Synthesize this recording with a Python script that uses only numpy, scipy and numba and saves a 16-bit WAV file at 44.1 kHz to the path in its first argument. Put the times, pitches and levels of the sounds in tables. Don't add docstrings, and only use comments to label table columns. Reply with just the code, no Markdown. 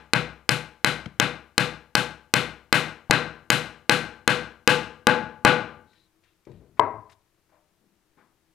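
import sys
import numpy as np
from scipy import signal
from scipy.fft import rfft, irfft, next_fast_len
from scipy.io import wavfile
from numba import njit

SR = 44100
rng = np.random.default_rng(int(sys.argv[2]) if len(sys.argv) > 2 else 0)


def field_ratio(decibels):
    return 10 ** (np.asarray(decibels, dtype=float) / 20)


def persist_wave(psi):
    counts = np.round(np.clip(psi, -1, 1) * 32767).astype(np.int16)
    wavfile.write(sys.argv[1], SR, np.atleast_2d(counts).T)


N = 376613
LEAD = SR // 2
RIGHT_DB = -11

# start_s, force_db, softness_db
BLOWS = [(-.2207, -5.5, 5.6), (0.1337, -6.5, 7.5), (.491, -8.5, -2.7), (0.8451, -7.5, 1.1),
         (1.1984, -6, 6.5), (1.5791, -5.5, 4.07), (1.9516, -6, 1.4), (2.338, -5, 2), (2.726, -3, -0.3),
         (3.1089, 1.5, 8), (3.5015, -2.5, -4), (3.8945, -1.1, 0), (4.2764, -4, 2.34), (4.6749, -2, -1.94),
         (5.069, -4, 2), (5.4489, 5, 4)]
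# time_s, seating_db
SEATING = [
    (3.2, -5),
    (4.3, -2),
    (5.1, 5.5),
    (5.5, 2),
]
# pitch_hz, level_db, t60_s
HEAD = [(505, -30.5, 0.066), (918, -19, 0.061), (1130, -21, 0.004), (1604, 5.5, 0.016), (2084, 10, 0.0063),
        (2510, 8, 0.0066), (2904, 9, 0.0062), (3500, -0.5, 0.012), (4013, 1.5, 0.015), (4952, -1, 0.014),
        (5600, -12, 0.0019)]
# pitch_hz, level_db, t60_s
BEAM = [(244, -12, .2), (331, -11, .25), (497, -8, .3), (645, -15, .2), (842, -13, .3), (1033, -16, .3),
        (1188, -14, .33), (1209, -14, .33), (1384, -14, .4), (1465, -14, .33), (1543, -11, .4),
        (1568, -11, .3), (1652, -14, .33)]
# pitch_hz, level_db, t60_s
SEATED_RING = [(500.2, -21, .15), (853.6, -17.5, 0.37), (1200, -23, 0.05), (1473, -21, 0.39)]
# pitch_hz, level_db, t60_s, build_up_s
ROOM_MODES = [(65, -33, 0.5, 0.16), (126.5, -19.5, 0.21, 0.03), (155, -21.5, 0.33, 0.038),
              (190, -19, 0.17, 0.04), (225.6, -17, 0.11, 0.045)]
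# pitch_hz, level_db, t60_s, build_up_s
ROOM = [(60, -4, 1, .03), (120, 8, 0.53, 0.03), (370, 1.5, 0.46, 0.014), (1540, -1, 0.42, 0.004),
        (3780, 1.5, 0.35, 0.021), (5560, -9.5, 0.36, 0.015), (12000, -12.5, .28, .012),
        (16000, -28, 0.22, .012)]
# delay_s, level_db
ECHOES = [(.017, -26), (.0235, -26), (.028, -24), (.036, -27)]
# pitch_hz, level_db (per Hz)
HUM = [(25, -3), (190, -6), (260, -12.5), (330, -4.5), (489, -13), (1400, -16), (12200, -31),
       (16000, -36.5)]
# pitch_hz, width_hz, level_db
HUM_LINE = [(322, 14, -77)]
# start_s, level_db, centre_hz, length_s
BUMPS = [
    (1.058, -34, 1900, .005),
    (1.059, -29, 90, .02),
    (1.06, -32, 190, .01),
    (7.094, -54, 1600, .016),
    (7.096, -59, 3600, .016),
    (7.108, -63, 8500, .025),
    (7.117, -57, 1500, .018),
    (7.119, -59, 3600, .018),
]
# start_s, level_db, low_pitch_hz, high_pitch_hz
GLANCE = [
    (3.098, -11, 170, 810),
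]
# start_s, length_s, pitch_hz, width_hz, level_db
SQUEAK = [
    (5.86, .22, 3950, 330, -66.5),
]
# start_s, level_db, centre_hz, length_s
SCUFFS = [(5.93, -61, 2000, .012), (6.235, -63, 2400, .02), (6.451, -58, 3200, .006),
          (6.515, -60.5, 2800, .008)]
# start_s, level_db, centre_hz, length_s
KNOCKS = [(6.466, -41.5, 316, 0.018), (6.47, -50.5, 110, .05), (6.606, -55, 367, .042),
          (6.77, -56, 1200, .02), (7.492, -62, 900, .012), (7.515, -59.5, 720, 0.048),
          (7.8, -69.5, 246.4, .082), (8.167, -59.5, 260, 0.035), (8.17, -58.5, 1000, 0.058)]
# start_s, hold_s, level_db
DRAGS = [
    (6.47, .14, -50.5),
    (6.714, .06, -65),
    (6.903, 0.093, -56),
]
# start_s, peak_db
SET_DOWN = [
    (6.795, -10.5),
]
# pitch_hz, level_db, t60_s
BENCH = [(110, -5.5, 0.087), (329, -17, 0.16), (435, -8, 0.092), (560, -23, .05), (670, -18, 0.11),
         (670, -4, 0.048), (810, 5.5, 0.029), (1000, 10, 0.015), (1210, 3.5, 0.025), (1570, 5.5, 0.015),
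         (2000, 9, 0.01), (2400, -8, 0.011)]


def band(x, hz, width):
    return signal.lfilter(*signal.iirpeak(hz, hz / min(width, SR / 3), fs=SR), x)


def unit(x):
    return x / np.sqrt(np.mean(x ** 2))


def fade(t, t60):
    return np.exp(-np.log(1000) * t / t60)


def add(track, x, s):
    i = LEAD + int(s * SR)
    track[i:i + len(x)] += x[:len(track) - i]


def contact(ms):
    t = np.arange(132) / SR * 1000
    force = t * np.exp(-t / ms)
    return force / force.sum()


def ring(push, modes, spread_db, detune, depth=0):
    t = np.arange(int(SR * max(t60 for *_, t60 in modes)) + 200) / SR
    out = np.zeros(len(t))
    for hz, db, t60 in modes:
        a, b, c, d = rng.standard_normal(4)
        tone = np.sin(2 * np.pi * hz * (1 + detune * b) * t)
        beat_hz = 14 * field_ratio(4.3 * c)
        throb = 1 + depth * np.sin(2 * np.pi * beat_hz * t + d)
        out += field_ratio(db + spread_db * a) * tone * fade(t, t60) * throb
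    return np.convolve(out, push)[:len(t)]


def thump():
    t = np.arange(SR // 2) / SR
    out = np.zeros(len(t))
    for hz, db, t60, rise in ROOM_MODES:
        a, b = rng.standard_normal(2)
        tone = np.sin(2 * np.pi * hz * (1 + b / 100) * t)
        out += field_ratio(db + 2 * a) * tone * (1 - np.exp(-(t / rise) ** 2)) * fade(t, t60)
    return out


def mallet_blows(wide, close, low):
    flight_s, beat_depth = 0.0007, 0.6
    t = np.arange(600) / SR
    for s, force_db, soft_db in BLOWS:
        s += flight_s
        seated_db = np.interp(s, *np.transpose(SEATING))
        push = contact(np.clip(0.024 * field_ratio(soft_db + seated_db), 0.01, 0.4))
        click_db = force_db + 0.78 * seated_db + 22
        add(wide, -field_ratio(click_db) * np.diff(push, prepend=0), s)
        beam_db = force_db - 12 + 0.19 * soft_db + 1.3 * seated_db
        add(close, -field_ratio(beam_db) * ring(push, BEAM, spread_db=2.5, detune=0.0023, depth=beat_depth), s)
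        add(close, -field_ratio(force_db + seated_db / 2) * ring(push, HEAD, spread_db=1.5, detune=0.012), s)
        grip = ring(push, SEATED_RING, spread_db=2.5, detune=0.003, depth=beat_depth)
        add(close, -field_ratio(force_db + 1.9 * seated_db) * grip, s)
        crackle_db = force_db + 14 - 0.33 * max(soft_db + seated_db, 0)
        crackle = band(band(rng.standard_normal(len(t)), 3100, 4300), 4500, 10000)
        add(low, field_ratio(crackle_db) * crackle * np.exp(-t / 0.0011), s)
        add(low, field_ratio(9.5 + 0.45 * force_db) * thump(), s)


def workshop():
    room_db, gap_s = 3.5, 0.0054
    nearby_db, nearby_s, nearby_hz = -1.5, 0.012, 4300
    t = np.arange(int(0.9 * SR)) / SR
    late = np.clip(t - gap_s, 0, 1)
    out = np.zeros(len(t))
    hz, *columns = np.transpose(ROOM)
    grain = rfft(rng.standard_normal(len(t)) * field_ratio(2.47 * rng.standard_normal(len(t))))
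    octave = np.log2(np.arange(len(grain)) * SR / len(t) + 1)
    for f in 40 * 2 ** np.arange(0, 9.5, 0.5):
        db, t60, rise = (np.interp(np.log(f), np.log(hz), c) for c in columns)
        early = field_ratio(nearby_db) * np.exp(-t / nearby_s) / (1 + (f / nearby_hz) ** 4)
        swell = 1 - np.exp(-(late / rise) ** 2)
        share = np.cos(np.pi * np.clip(octave - np.log2(f), -0.5, 0.5)) ** 2
        out += field_ratio(db) * (early + swell) * fade(t, t60) * irfft(grain * share, len(t))
    out *= field_ratio(room_db - 25.5)
    for s, db in ECHOES:
        out[int(s * SR)] += field_ratio(db)
    return out


def hum():
    size = next_fast_len(N, True)
    f = np.arange(size // 2 + 1) * SR / size + 1
    hum_hz, hum_db = np.transpose(HUM)
    colour = field_ratio(np.interp(np.log(f), np.log(hum_hz), hum_db))
    tone = irfft(rfft(rng.standard_normal(size)) * colour, size)[:N]
    hz, width, db = HUM_LINE[0]
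    line = band(band(rng.standard_normal(N), hz, width), hz, width)
    return field_ratio(-68.5) * unit(tone) + field_ratio(db) * unit(line)


def bursts(near, far, table, wide, room_db):
    t = np.arange(SR // 4) / SR
    for s, db, hz, length in table:
        noise = band(band(rng.standard_normal(len(t)), hz, wide * hz), hz, 2 * wide * hz)
        burst = unit(noise) * t / length * np.exp(1 - 3 * t / length) * 3
        add(near, field_ratio(db) * burst, s)
        add(far, field_ratio(db + room_db) * burst, s)


def glancing_blow(close, low):
    t = np.arange(600) / SR
    for s, db, *tones in GLANCE:
        modes = [(hz, 0, 0.04) for hz in tones]
        add(low, -field_ratio(db) * ring(contact(0.15), modes, spread_db=0, detune=0), s)
        scrape = band(rng.standard_normal(len(t)), 1800, 3000) * np.exp(-t / 0.011)
        add(close, field_ratio(db - 20.5) * scrape, s)


def hand_squeak():
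    t = (np.arange(N + LEAD) - LEAD) / SR
    start, length, hz, width, db = SQUEAK[0]
    swell = np.sin(np.pi * np.clip((t - start) / length, 0, 1)) ** 0.5
    return field_ratio(db) * unit(band(rng.standard_normal(len(t)), hz, width)) * swell


def bench_drags():
    attack_s, fall_db_s = 0.013, 110
    t = (np.arange(N + LEAD) - LEAD) / SR
    rumble = unit(band(band(rng.standard_normal(len(t)), 90, 130), 90, 200))
    level = np.zeros(len(t))
    for s, hold, db in DRAGS:
        onset = np.clip((t - s) / attack_s, 0, 1)
        level += onset * field_ratio(db - fall_db_s * np.clip(t - s - hold, 0, 2))
    return rumble * level


def set_down(wide, close, low):
    settle_s, rattle_s = 0.002, 0.002
    t = np.arange(600) / SR
    for s, db in SET_DOWN:
        rattle = rng.standard_normal(len(t)) * t / rattle_s * np.exp(-t / rattle_s) / 6
        soft = np.convolve(contact(0.049), rattle)
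        bench = ring(contact(0.099), BENCH, spread_db=5, detune=0)
        settle = 1 - np.exp(-np.arange(len(bench)) / SR / settle_s)
        add(close, field_ratio(db + 4) * bench * settle, s)
        add(low, field_ratio(db + 6.5) * np.diff(soft, prepend=0), s)
        add(wide, field_ratio(db + 16) * np.diff(contact(0.16), prepend=0), s)
        add(low, field_ratio(db - 5) * thump(), s)


def scene():
    wide, close, low, near, far = np.zeros((5, N + LEAD))
    mallet_blows(wide, close, low)
    bursts(near, far, BUMPS, wide=0.9, room_db=-28)
    glancing_blow(close, low)
    near += hand_squeak()
    bursts(near, far, SCUFFS, wide=1.1, room_db=-5)
    bursts(near, far, KNOCKS, wide=0.72, room_db=-9.5)
    near += bench_drags()
    set_down(wide, close, low)
    bass_cut = signal.butter(2, 200, "high", fs=SR, output="sos")
    wide, close = signal.sosfilt(bass_cut, [wide, close])
    sends = [wide + far, field_ratio(-13) * close]
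    echo = signal.oaconvolve(sends, [workshop(), workshop()], axes=1).sum(axis=0)
    heard = wide + close + low + near + echo[:N + LEAD]
    return (heard[LEAD:] + hum()) * np.array([[1], [field_ratio(RIGHT_DB)]])


@njit
def limiter(x, top, power, attack, release):
    y, e = np.empty(len(x)), 0.
    for i in range(len(x)):
        e += (abs(x[i]) - e) * (attack if abs(x[i]) > e else release)
        y[i] = x[i] * (top / max(e, top)) ** power
    return y


def roll_off(x):
    return signal.sosfilt(signal.butter(12, 17080, fs=SR, output="sos"), x)


def record(dry):
    limit_db, ratio, attack_s, release_s = -5.5, 3, 0.0017, 0.33
    hiss_db, ceiling = -76, 0.7
    mic = signal.lfilter(*signal.butter(2, 10600, fs=SR), dry[0])
    left = limiter(mic, field_ratio(limit_db), 1 - 1 / ratio, 1 / (attack_s * SR), 1 / (release_s * SR))
    x = left * np.array([[1], [field_ratio(RIGHT_DB)]])
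    x = x + field_ratio(hiss_db) * rng.standard_normal(dry.shape)
    x = np.clip(x, -ceiling, ceiling)
    x = signal.sosfilt(signal.butter(8, 15200, fs=SR, output="sos"), x)
    return roll_off(x)


dry = scene()
out = record(dry)
persist_wave(out)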